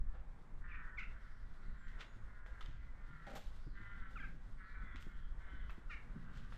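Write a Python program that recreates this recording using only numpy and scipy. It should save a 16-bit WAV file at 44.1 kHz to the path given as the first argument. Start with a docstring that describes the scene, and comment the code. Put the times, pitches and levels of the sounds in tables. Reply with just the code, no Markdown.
"""Rooks caw hoarsely from far trees beyond a narrow street of stone houses, and nearer jackdaws give short,
mostly falling yelps that slap between the fronts. Close by, shoes crunch on grit, a loose stone clatters and
soft bumps thud; wind rumbles on the microphone, thin far tones whistle and a far village washes behind.
Caws and yelps are summed harmonics with breath noise, the whistling tones are gliding sines, solid knocks are
short rings, and grit, wind and background are filtered noise; the fronts add echoes and a diffuse tail."""
import sys
import numpy as np
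from scipy import signal
from scipy.fft import rfft, irfft, next_fast_len
from scipy.io import wavfile
from scipy.ndimage import uniform_filter1d, map_coordinates

SR = 44100
rng = np.random.default_rng(int(sys.argv[2]) if len(sys.argv) > 2 else 0)


def wav_record(signal):
    """Record a signal, one row per channel, as 16-bit PCM in the file named by sys.argv[1]."""
    frames = np.transpose(np.atleast_2d(signal))
    bounded = np.clip(frames, -1, 1)
    # unit amplitude maps onto the largest positive 16-bit level
    quanta = np.round(bounded * 32767).astype(np.int16)
    wavfile.write(sys.argv[1], SR, quanta)


N = 290072  # samples

# Rook caws, before the direct and echo gains: (time [s], length [s], onset to crest [s], downward slide [s],
# start pitch [Hz], top pitch [Hz], end pitch [Hz], start level [dB], crest level [dB], end level [dB],
# mouth opening [factor on throat frequencies], harshness [dB/octave], overtones [dB], far echo [dB])
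ROOK_CAWS = [(-.05, 0.24, 0.08, 0.14, 194, 197, 186, -75, -75.5, -63, 0.89, -13, -4, -13),
             (0.596, .33, 0.063, 0.087, 158.2, 178.5, 164.8, -58, -57.5, -57, .965, -5, -4, -4.5),
             (.978, .37, 0.19, .13, 193.8, 194.9, 187.6, -71, -68.5, -70, 1.048, -3, 4, -9),
             (1.471, 0.56, 0.29, 0.15, 170.2, 177.2, 167, -78, -66, -62, 1.003, 0, 1, -11),
             (2.236, 0.41, .12, 0.15, 203, 207.7, 196.4, -66, -63.5, -62, 1.003, -7, -10, -8),
             (2.761, 0.17, .08, 0.18, 198, 201.2, 198, -69, -69.5, -74, 1.05, 22, -12, -1),
             (2.949, 0.39, .14, 0.12, 197.4, 199.5, 187.6, -73, -61, -63, 0.98, 5.5, -2.5, -16),
             (3.725, 0.4, 0.16, 0.14, 195.5, 201.6, 186.4, -57, -56.5, -58.5, 1.026, -6, 4, -12),
             (4.565, .46, .2, 0.12, 186.3, 192.5, 174.2, -56, -58.5, -61.5, 1.022, -4.5, -3, -5.5),
             (4.983, 0.28, 0.15, .13, 172, 173.6, 165, -69, -69.5, -65, .95, 3, 9, -14),
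             (5.372, 0.33, 0.13, .13, 188.7, 192.3, 177.6, -63.5, -60, -65, 1.034, -1, 7, -10.5),
             (6.053, 0.6, 0.25, 0.13, 170.1, 175, 166, -77, -65, -86, 0.8, 8, 9, -3)]
# Resonances of a rook's throat: (frequency [Hz], gain [dB])
ROOK_THROAT = [(200, -67), (500, -36.5), (870, -25), (1010, -10.5), (1190, -9.5), (1320, -3), (1440, 3.5),
               (1600, 0), (1780, -3), (1960, 1.5), (2120, -10), (2600, -24), (3300, -20), (3900, -29.5),
               (8000, -93)]
# Band that a strained caw adds: (frequency [Hz], share of the overtones column [0-1])
STRAINED_BAND = [(2400, 0), (3000, 1), (3700, 1), (4600, 0)]
# High overtones dissolve into breath: (frequency [Hz], level left in the harmonics [dB])
HARMONICS_LEFT = [(2200, 0), (3000, -1), (3700, -4), (6000, -12)]
# Jackdaw yelps: (time [s], length [s], rise [s], level after the rise [dB], level change by the end [dB],
# start pitch [Hz], dive [octaves/s], voice break after onset [s], pitch at the break [Hz], sag [octaves/s],
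# roughness before the base amount [0-1], beak resonance at start [Hz], at end [Hz], its strength [dB],
# delay of this yelp's own wall echo [s], echo level [dB], shrillness of the top overtones [dB])
JACKDAW_YELPS = [(0.672, 0.052, 0.013, -70, 4, 1380, 9, 0.014, 680, 5.3, 0.6, 2630, 2480, 16, 0.057, -6, -2),
                 (0.699, 0.069, 0.022, -57.5, -5.5, 1350, 8, 0.037, 650, 4, 0.6, 2450, 2460, 8, 0.044, -5.5, -6),
                 (0.967, 0.052, 0.02, -42.5, -11.5, 1313, 15, .025, 790, 13, 0.26, 1920, 2660, 7, 0.033, -12, 0),
                 (1.014, 0.032, 0.018, -53, -2, 1440, 9, 0.00484, 753, 10, 0.2, 2630, 2260, 6, 0.019, -10, -5),
                 (4.154, 0.049, 0.0048, -50, -8, 1492, 13.5, 0.028, 750, 9.6, 0.24, 1120, 2360, 14, 0.074, -9.5, -21),
                 (4.195, 0.027, 0.0073, -51.5, -2, 1679, 5, 0.072, 600, 6, 0.2, 1650, 1200, 2, 0.036, -9, -11),
                 (4.211, 0.052, 0.016, -55.5, 2, 1220, 5, 0.0041, 605, 5.4, 0.02, 2190, 1390, 18, 0.033, -22, -2),
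                 (5.892, 0.06, 0.01, -49.5, -4.5, 1324, -7, 0.013, 628, 5.1, 0.21, 1440, 2300, 6, 0.03, -6.5, 0.5)]
# Resonances of a jackdaw's throat: (frequency [Hz], gain [dB])
JACKDAW_THROAT = [(500, -47), (950, -41), (1150, -7), (1350, 3.5), (1700, -4.5), (2150, 1), (2750, -1),
                  (3150, -18.5), (3600, -9.5), (4300, -17.5), (5200, -17), (7500, -29), (16000, -77)]
# Echoes off the house fronts, shared by all yelps: (delay [s], level [dB])
HOUSE_FRONTS = [(.022, -26), (.031, -12.5), (0.055, -13.5), (.074, -19.5), (.086, -21), (.105, -25)]
# Dying away of sound between the houses: (frequency [Hz], time to fall 60 dB [s])
STREET_T60 = [(150, 0.089), (1500, 0.58), (4000, 0.61), (12000, 0.2)]
# Far thin whistling tones, some of them high overtones of the caws, before the direct and tail gains:
# (time [s], length [s], start pitch [Hz], end pitch [Hz], level [dB], blur [share of the pitch])
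WHISTLING_TONES = [(.13, 0.42, 828, 818, -78.5, 0.075), (1.147, 0.34, 5060, 4820, -90.5, 0.095),
                   (1.552, 0.19, 4500, 3960, -87.5, 0.088), (1.76, 0.14, 7600, 7100, -90, 0.021),
                   (2.038, 0.19, 7060, 6470, -89.5, 0.022), (3.578, 0.21, 4880, 4400, -84.5, 0.086),
                   (4.419, 0.27, 8260, 8600, -97, 0.023), (4.612, 0.13, 4560, 3790, -82.5, 0.062),
                   (4.752, 0.34, 3430, 3340, -81.5, 0.031), (5.017, .3, 3360, 3120, -85.5, .035),
                   (5.425, 0.33, 3024, 3050, -81.5, 0.019), (5.5, 0.29, 3290, 3440, -85, 0.025)]
# Soles rubbing on grit: (time of full pressure [s], rise [s], decay per 60 dB [s], grit level [dB],
# treble lift [dB/octave], hollow heel level [dB])
SCUFFS = [(0.151, 0.033, 0.5, -78, -4, -63.5), (1.886, .022, 0.5, -73.5, 9, -89),
          (2.01, 0.031, 0.16, -52, 0.5, -66), (2.463, 0.0048, 0.54, -74, 10, -66),
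          (2.612, 0.0053, 0.84, -67, 4, -90), (3.267, 0.002, 0.39, -67.5, 8.5, -52),
          (3.299, 0.0083, 0.37, -68, 12, -57.5), (3.336, 0.0097, 0.3, -71, 14, -55.5),
          (3.358, 0.0059, 0.1, -58.5, 18, -45.5), (3.368, 0.0021, 0.1151, -58.5, 17, -50.5),
          (3.389, 0.0088, 0.63, -68.5, 14, -78), (4.11, 0.018, 2.5, -78, 13, -70.5),
          (4.965, .006, 0.18, -60.5, 1, -71), (5.008, 0.018, 0.5, -70, 15, -75),
          (5.697, 0.0024, 0.16, -55.5, -14, -70), (5.705, 0.0043, 0.2, -75, 20, -71),
          (6.374, 0.093, 0.5, -67.5, 7.5, -73), (6.525, 0.0021, 0.7, -64.5, -11, -69.5)]
# Colour of crushed grit: (frequency [Hz], gain [dB])
GRIT = [(300, -12), (800, -9), (1300, 7.5), (2200, 6), (3200, 6), (4800, -7), (7500, -15.5), (10500, -35),
        (13000, -31.5), (15500, -47)]
# Hollow resonances of the heel: (frequency [Hz], width of one filter pass [Hz], gain [dB])
HEEL = [(198, 127, -3), (327, 230, -9), (521, 150, -2.5), (614, 170, -12), (790, 67, -1.5),
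        (1226, 900, -13)]
# Single stones cracking under a shoe: (time [s], peak level [dB], treble lift [dB/octave])
CRACKS = [(1.882, -51, -6), (2.463, -42, -22), (3.2987, -54, 0), (3.354, -43, 18), (3.363, -42, 17),
          (4.96, -40.5, -3), (5.026, -46, 12), (5.696, -43, -18), (6.524, -43, -22)]
# Knocks of a loose stone: (time [s], peak level of the ring [dB], treble lift [dB/octave])
STONE_KNOCKS = [(2.6092, -44, -3), (2.613, -45, -7), (2.6171, -49, -6), (2.627, -48, 0), (2.6604, -47, -1)]
# Ringing of the stone: (frequency [Hz], level [dB], time to fall 60 dB [s])
STONE_MODES = [(1260, -1.5, 0.03), (2050, -3, 0.025), (3110, 0, .025), (3500, 5, 0.013), (4400, -10, .008)]
# Soft bumps of footfalls and of the handling: (time [s], level [dB], ring [Hz], time to fall 60 dB [s])
SOFT_BUMPS = [(0.519, -58, 165, 0.27), (2.161, -55, 105.3, 0.81), (2.681, -52.5, 124.8, 0.48),
              (3.1, -53.5, 148.9, 0.76), (3.335, -51, 263, 0.077), (3.666, -51, 119, 0.098),
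              (3.669, -48.5, 304, 0.034), (3.799, -53.5, 107.8, 0.57), (4.198, -53.5, 161.6, 0.73),
              (4.339, -50, 158, 0.079), (4.832, -51, 175, 0.1), (4.947, -50, 71.3, 0.47),
              (5.067, -46.5, 133, 0.041), (5.533, -46, 219, 0.034), (5.779, -50.5, 205, 0.06),
              (6.158, -43, 170, 0.2), (6.224, -52.5, 160.4, 0.23)]
# Wind rumble at the microphone, before gain and buffets: (time [s], level [dB])
RUMBLE_LEVEL = [(0.0, -39.5), (0.49, -59), (0.52, -47.5), (2.61, -50.5), (2.68, -39.5), (2.71, -48.5),
                (3.42, -51.5), (3.53, -39.5), (3.64, -48.5), (5.19, -48), (5.27, -45), (6.04, -48.5),
                (6.06, -54.5), (6.5, -45.5)]
# Wind flutter at the microphone, before gain and buffets: (time [s], level [dB])
FLUTTER_LEVEL = [(0, -66.5), (.6, -64.5), (1.5, -65.5), (2.15, -62.5), (2.45, -69.5), (2.7, -66),
                 (3.35, -63.5), (3.55, -66), (4.2, -61), (4.7, -65), (5, -65.5), (5.95, -63.5),
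                 (6.5, -55.5)]
# Spectra of the two kinds of wind noise: (frequency [Hz], relative density [dB per Hz])
RUMBLE = [(8, -1.5), (18, 2.5), (33, -4), (52, -7), (70, -18.5), (100, -25), (200, -46.5), (2000, -120)]
FLUTTER = [(20, -23), (60, -5.5), (105, 1.5), (160, -2.5), (230, -6), (320, -17.5), (600, -30.5),
           (4000, -110)]
# Wash of the far village: (frequency [Hz], relative density [dB per Hz])
VILLAGE = [(30, -31), (150, -8.5), (280, -3), (400, -3), (600, -4.5), (800, -5.5), (1100, -2.5),
           (1600, -7.5), (2200, -11.5), (3000, -25), (4500, -29.5), (8000, -30), (12000, -43), (16000, -47)]
# Strength of that wash, before its sway: (time [s], level [dB])
VILLAGE_LEVEL = [(0, -72), (.5, -72.5), (1.3, -71), (2.8, -71), (3.5, -71.5), (4.4, -71.5), (5.3, -71),
                 (6.58, -70.5)]
# Clothes rustling close by: (frequency [Hz], relative density [dB per Hz])
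RUSTLE = [(1500, -11), (3500, 3), (7000, -10), (10500, -14.5), (12800, -21), (14000, -20), (15000, -30)]
# Strength of the rustle, before its sway: (time [s], level [dB])
RUSTLE_LEVEL = [(0, -91.5), (1.1, -85), (1.3, -83.5), (2.9, -88), (3.5, -80), (3.9, -83), (4.3, -84),
                (5.3, -86), (5.8, -79), (6.1, -85.5), (6.58, -77)]
# Many farther rooks blurred together, before their sway: (time [s], level [dB])
ROOKERY_LEVEL = [(0, -82), (.5, -90), (1.15, -69), (1.45, -75.5), (2.1, -70.5), (2.8, -75.5), (3.6, -77),
                 (4.4, -74.5), (5.3, -71.5), (6.2, -68), (6.58, -74)]

# Caws: share of breath power, unevenness of the pulses and slow waver (shares of the pitch)
CAW_ROUGH, CAW_JITTER, CAW_WANDER = .1, .011, .0035
CAW_SMEAR_TURNS = .15  # random lag of each harmonic, which softens the pulses
CAW_HALF_LINES_DB = -12.5  # strong and weak pulses alternate: hoarse lines between the harmonics
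CAW_SCATTER_DB = -9.5  # smeared paths against the direct one
NEAR_ECHO_S, NEAR_ECHO_DB = .06, -11.5  # a caw glances off the roofs
FAR_ECHO_S = .15  # a caw comes back from the end of the street
# Each harmonic swells and fades on its own: depth, and how often
FADING_DB, CAW_FADING_HZ, YELP_FADING_HZ = 2, 14, 130
YELP_JITTER, YELP_BASE_ROUGH = .08, .08  # pitch unevenness per unit roughness; roughness of every yelp
CLEAR_ROUGH_SHARE = 0.062  # before the break the voice is much smoother
BREAK_S, BREAK_DROP_DB = 0.0096, -1.5  # time from one register to the other; the harsh one is weaker
YELP_RELEASE_S = 0.0026
BEAK_OCTAVES = 0.25  # spread of the beak resonance
CONTACT_S = 0.0082  # time for the click of a knock to fall 60 dB
EDGE_HZ = 15600  # top of the recorder's band


def amp(db):
    """Decibels to gain."""
    return 10 ** (np.asarray(db) / 20)


def unit(x):
    """Scales to rms 1."""
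    return x / np.sqrt(np.mean(x ** 2) + 1e-20)


def read(points, hz):
    """Reads a spectrum table on a log-frequency axis."""
    f, value = np.transpose(points)
    return np.interp(np.log(hz + 1), np.log(f + 1), value)


def curve(rows):
    """Reads a time table at every sample."""
    return np.interp(np.arange(N) / SR, *np.transpose(rows))


def add(mix, s, sound):
    """Mixes a sound in at time s, cutting what falls outside."""
    start = round(s * SR)
    sound = sound[max(-start, 0):]
    part = mix[max(start, 0):][:len(sound)]
    part += sound[:len(part)]


def colour(x, points, lift_db=0):
    """Filters by a spectrum table, tilted by lift_db per octave."""
    size = next_fast_len(len(x))
    hz = np.fft.rfftfreq(size, 1 / SR)
    gain = amp(read(points, hz) + lift_db * np.log2(1 + hz / 2000))
    return irfft(rfft(x, size) * gain, size)[:len(x)]


def drift(count, hz):
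    """Smooth chance of about rms 1 that changes about hz times a second."""
    knots = rng.standard_normal(4096)
    return map_coordinates(knots, [np.arange(count) * hz / SR], order=3, mode="wrap")


def resonate(x, modes, order=1):
    """Parallel resonances; a higher order gives steeper sides."""
    out = np.zeros(len(x))
    for hz, width, db in modes:
        band = np.concatenate(signal.iirpeak(hz, hz / width, SR))
        out += amp(db) * signal.sosfilt([band] * order, x)
    return out


def street(x):
    """Diffuse tail between the house fronts; the middle register lasts longest, bass and treble die sooner."""
    taps = rng.standard_normal(SR) * (rng.random(SR) < .1)
    hz, t, z = signal.stft(taps, SR, nperseg=256)
    decay = amp(-60 * t / read(STREET_T60, hz)[:, None])
    build_up = np.minimum(t / 0.0062, 1)
    tail = signal.istft(z * decay * build_up, SR, nperseg=256)[1]
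    return signal.fftconvolve(x, tail / np.linalg.norm(tail))[:N]


def fading(hz, rate_hz):
    """dB by which each harmonic (one row of hz each) flickers, weakening towards the treble."""
    # one long slow curve is cut into rows, with a knot every 32 samples
    flicker = drift(hz.size // 32 + 1, 32 * rate_hz)
    flicker = np.interp(np.arange(hz.size) / 32, np.arange(len(flicker)), flicker)
    return read(HARMONICS_LEFT, hz) + FADING_DB * flicker.reshape(hz.shape)


def scatter(x, scatter_s=0.014):
    """Roofs and branches smear a far sound over a few hundredths of a second."""
    t = np.arange(SR // 8) / SR
    paths = rng.standard_normal(len(t)) * np.exp(-t / scatter_s)
    return signal.fftconvolve(x, paths / np.linalg.norm(paths))[:N]


def rooks(jitter_hz=140, wander_hz=28, shimmer=0.36, rise=0.054, release=.05, direct_db=-3.0, wet_db=-10):
    """Uneven pulses and puffs of air through the throat; pitch scoops up to a crest, then slides down."""
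    out = np.zeros(N)
    for (s, length, crest, slide, start_hz, top_hz, end_hz, start_db, crest_db, end_db,
         mouth, harsh_db, overtones_db, echo_db) in ROOK_CAWS:
        t = np.arange(int(length * SR)) / SR
        scoop = (top_hz - start_hz) * np.maximum(1 - t / crest, 0) ** 2
        sag = (top_hz - end_hz) * (1 - np.exp(-(np.maximum(t - crest, 0) / slide) ** 2))
        hz = top_hz - scoop - sag
        uneven = 1 + CAW_JITTER * drift(len(t), jitter_hz) + CAW_WANDER * drift(len(t), wander_hz)
        turns = np.cumsum(hz * uneven) / SR

        # harmonics, with half-number lines between them
        k = np.arange(4, 64)[:, None] / 2
        lines = k * hz
        throat_db = read(ROOK_THROAT, lines / mouth) + harsh_db * np.log2(1 + lines / 2000)
        throat_db += overtones_db * read(STRAINED_BAND, lines)
        half_lines_db = np.where(k % 1, CAW_HALF_LINES_DB, 0)
        heights = amp(throat_db + fading(lines, CAW_FADING_HZ) + half_lines_db)
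        lags = CAW_SMEAR_TURNS * rng.standard_normal(k.shape)
        pulses = (heights * np.cos(2 * np.pi * (k * turns + lags))).sum(0)
        clean = unit(pulses * (1 + shimmer * drift(len(t), jitter_hz)))

        # one puff of breath a pulse
        puffs = (0.42 + np.exp(-(turns % 1) / 0.4)) * rng.standard_normal(SR)[:len(t)]
        bands = lines.mean(1)
        hoarse = unit(colour(puffs, np.c_[bands, throat_db.mean(1) - read(HARMONICS_LEFT, bands)]))

        effort = amp(np.interp(t, [0, crest, length], [start_db, crest_db, end_db]))
        effort *= np.minimum(t / rise, 1) * np.minimum((length - t) / release, 1)
        voice = np.sqrt(1 - CAW_ROUGH) * clean + np.sqrt(CAW_ROUGH) * hoarse
        caw = amp(direct_db) * effort * voice
        heard = scatter(caw) * amp(CAW_SCATTER_DB)
        add(heard, 0, caw)
        add(out, s, heard)
        add(out, s + NEAR_ECHO_S, amp(NEAR_ECHO_DB) * scatter(caw))
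        add(out, s + FAR_ECHO_S, amp(echo_db) * scatter(caw))
    return out + amp(wet_db) * street(out)


def eddies(spectrum, steady_s=.12):
    """Coloured turbulence noise whose slow level is evened out."""
    x = colour(rng.standard_normal(N), spectrum)
    return x / np.sqrt(uniform_filter1d(x ** 2, int(steady_s * SR)) + 1e-20)


def wind(gust_db=1, flutter_db=-1, buffet_db=2.5, buffet_hz=10, flutter_buffet_db=2):
    """Turbulence at the microphone: deep rumble and lighter flutter, shaken by the same random buffets."""
    buffets = drift(N, buffet_hz)
    rumble_level = amp(gust_db + curve(RUMBLE_LEVEL) + buffet_db * buffets)
    flutter_level = amp(flutter_db + curve(FLUTTER_LEVEL) + flutter_buffet_db * buffets)
    return rumble_level * eddies(RUMBLE) + flutter_level * eddies(FLUTTER)


def background(sway_db=2.0, rookery_sway_db=-2.4, rustle_db=3.0):
    """Swaying noise: wash of the village, blur of the far rookery, faint rustle of the walker's clothes."""
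    village = unit(colour(rng.standard_normal(N), VILLAGE))
    village *= amp(curve(VILLAGE_LEVEL) + sway_db * drift(N, 8))
    rookery = unit(colour(rng.standard_normal(N), ROOK_THROAT, lift_db=-14.0))
    rookery *= amp(curve(ROOKERY_LEVEL) + rookery_sway_db * drift(N, 2.3))
    rustle = unit(colour(rng.standard_normal(N), RUSTLE))
    rustle *= amp(curve(RUSTLE_LEVEL) + rustle_db * drift(N, 25))
    return village + rookery + rustle


def whistling_tones(twitter_hz=400, flicker_db=3, direct_db=-5, wet_db=-3):
    """Far thin gliding tones, each a sine whose unsteady pitch is blurred by distance."""
    out = np.zeros(N)
    for s, length, start_hz, end_hz, db, blur in WHISTLING_TONES:
        count = int(length * SR)
        hz = np.linspace(start_hz, end_hz, count) * (1 + blur * drift(count, twitter_hz))
        swell = signal.windows.tukey(count, .5) * amp(flicker_db * drift(count, 50))
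        tone = swell * np.sin(2 * np.pi * np.cumsum(hz) / SR)
        add(out, s, amp(db) * unit(tone))
    return amp(direct_db) * out + amp(wet_db) * street(out)


def shoes(grains_per_s=5000, spread_db=4.0, splinter=0.3, wet_db=-15):
    """Soles crush many small grains and a few single stones; a dragged heel adds a hollow note."""
    out, t = np.zeros(N), np.arange(SR // 2) / SR
    for s, rise, t60, db, lift_db, heel_db in SCUFFS:
        press = np.minimum(t / rise, 1) ** 2 * amp(-60 * np.maximum(t - rise, 0) / t60)
        sizes = amp(spread_db * np.minimum(rng.exponential(1, len(t)), 4))
        crushed = rng.random(len(t)) < grains_per_s / SR
        grains = rng.choice([-1, 1], len(t)) * sizes * crushed
        grit = unit(colour(grains, GRIT, lift_db))
        heel = unit(resonate(rng.standard_normal(len(t)), HEEL, order=2))
        add(out, s - rise, press * (amp(db) * grit + amp(heel_db) * heel))
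    t = np.arange(-256, 768) / SR  # room ahead of the crack for the filter's pre-ring
    for s, db, lift_db in CRACKS:
        splinters = (t > 0) * np.exp(-abs(t) / .0005) * rng.standard_normal(len(t))
        crack = colour((t == 0) + splinter * splinters, GRIT, lift_db)
        add(out, s + t[0], amp(db) * crack / abs(crack).max())
    return out + amp(wet_db) * street(out)


def bumps(knock=0.67, knock_s=0.016, knock_hz=680, waver=0.059):
    """Each bump is a dull knock of smooth noise and a short low ring of wavering pitch."""
    out, t = np.zeros(N), np.arange(SR // 2) / SR
    for s, db, hz, t60 in SOFT_BUMPS:
        turns = np.cumsum(hz * (1 + waver * drift(len(t), 60))) / SR
        ring = np.sin(2 * np.pi * turns) * amp(-60 * t / t60)
        thud = knock * drift(len(t), knock_hz) * np.exp(-t / knock_s)
        add(out, s, amp(db) * (ring + thud) * np.minimum(t / 0.0018, 1))
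    return out


def jackdaw_throat(hz, beak_hz, beak_db):
    """Gain in dB of the throat with the beak resonance on top."""
    octaves_off = np.log2(hz / beak_hz)
    return read(JACKDAW_THROAT, hz) + beak_db * np.exp(-.5 * (octaves_off / BEAK_OCTAVES) ** 2)


def jackdaw_voice(hz, rough, beak_hz, beak_db, jitter_hz=900, half_lines=0.89, rasp=0.97):
    """Harmonics sweep through the throat; roughness adds jitter, period doubling and a rasp of air."""
    rough = rough + YELP_BASE_ROUGH
    uneven = 1 + YELP_JITTER * rough * drift(len(hz), jitter_hz)
    phase = 2 * np.pi * np.cumsum(hz * uneven) / SR
    k = np.arange(2, 25)[:, None] / 2  # half numbers are the doubled period
    heights = amp(jackdaw_throat(k * hz, beak_hz, beak_db) + fading(k * hz, YELP_FADING_HZ))
    heights = heights * np.where(k % 1, half_lines * rough, 1)
    voice = (heights * np.sin(k * phase)).sum(0) / np.sqrt((heights ** 2).sum(0) / 2)
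    bands = np.geomspace(400, 16000, 80)
    air_db = jackdaw_throat(bands, beak_hz.mean(), beak_db) - read(HARMONICS_LEFT, bands) / 2
    air = unit(colour(rng.standard_normal(SR)[:len(hz)], np.c_[bands, air_db]))
    return voice + rasp * rough * air


def walls(x):
    """Distinct slaps from the house fronts, each a delayed weaker copy."""
    out = np.zeros(N)
    for delay, db in HOUSE_FRONTS:
        add(out, delay, amp(db) * x)
    return out


def jackdaws(wet_db=-17):
    """A clear gliding voice that usually breaks into a lower, harsh, sinking one; a beak resonance slides."""
    out = np.zeros(N)
    for (s, length, rise, level_db, fade_db, start_hz, dive, break_s, low_hz, sag, rough,
         beak_start_hz, beak_end_hz, beak_db, delay, slap_db, shrill_db) in JACKDAW_YELPS:
        t = np.arange(int(length * SR)) / SR
        beak_hz = np.geomspace(beak_start_hz, beak_end_hz, len(t))
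        clear_hz = start_hz * 2 ** (-dive * t)
        harsh_hz = low_hz * 2 ** (-sag * (t - break_s))
        clear = jackdaw_voice(clear_hz, CLEAR_ROUGH_SHARE * rough, beak_hz, beak_db)
        harsh = jackdaw_voice(harsh_hz, rough, beak_hz, beak_db)
        broken = np.clip((t - break_s) / BREAK_S + .5, 0, 1)
        both = (1 - broken) * clear + amp(BREAK_DROP_DB) * broken * harsh
        voice = colour(both, [(3000, 0), (5000, shrill_db)])
        fade = fade_db * np.maximum(t - rise, 0) / (length - rise)
        effort = np.minimum(t / rise, 1) ** 2 * amp(level_db + fade)
        yelp = effort * np.minimum((length - t) / YELP_RELEASE_S, 1) * voice
        add(out, s, yelp)
        add(out, s + delay, amp(slap_db) * yelp)
    return out + walls(out) + amp(wet_db) * street(out)


def loose_stone(click=.5, wet_db=-14):
    """A stone rocks under the shoe, a quick clatter and one more knock: ringing modes and a contact click."""
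    out, t = np.zeros(N), np.arange(SR // 8) / SR
    for s, db, lift_db in STONE_KNOCKS:
        ring = np.zeros(len(t))
        for hz, mode_db, t60 in STONE_MODES:
            level = amp(mode_db + lift_db * np.log2(hz / 2000) - 60 * t / t60)
            ring += level * np.sin(2 * np.pi * hz * t)
        burst = rng.standard_normal(len(t)) * amp(-60 * t / CONTACT_S)
        contact = colour(burst, GRIT, lift_db)[:len(t) // 2]
        add(out, s, amp(db) * ring / abs(ring).max())
        add(out, s, amp(db) * click * contact / abs(contact).max())
    return out + amp(wet_db) * street(out)


def scene():
    """All sources, far and near, summed at one microphone."""
    far = rooks() + jackdaws() + whistling_tones()
    walker = shoes() + loose_stone() + bumps()
    return (far + walker + wind() + background())[None]


def record(dry):
    """The recorder's band limit: a steep lowpass."""
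    lowpass = signal.firwin(511, EDGE_HZ, window=("kaiser", 9), fs=SR)
    return signal.oaconvolve(dry, lowpass[None], "same")


dry = scene()
out = record(dry)
wav_record(out)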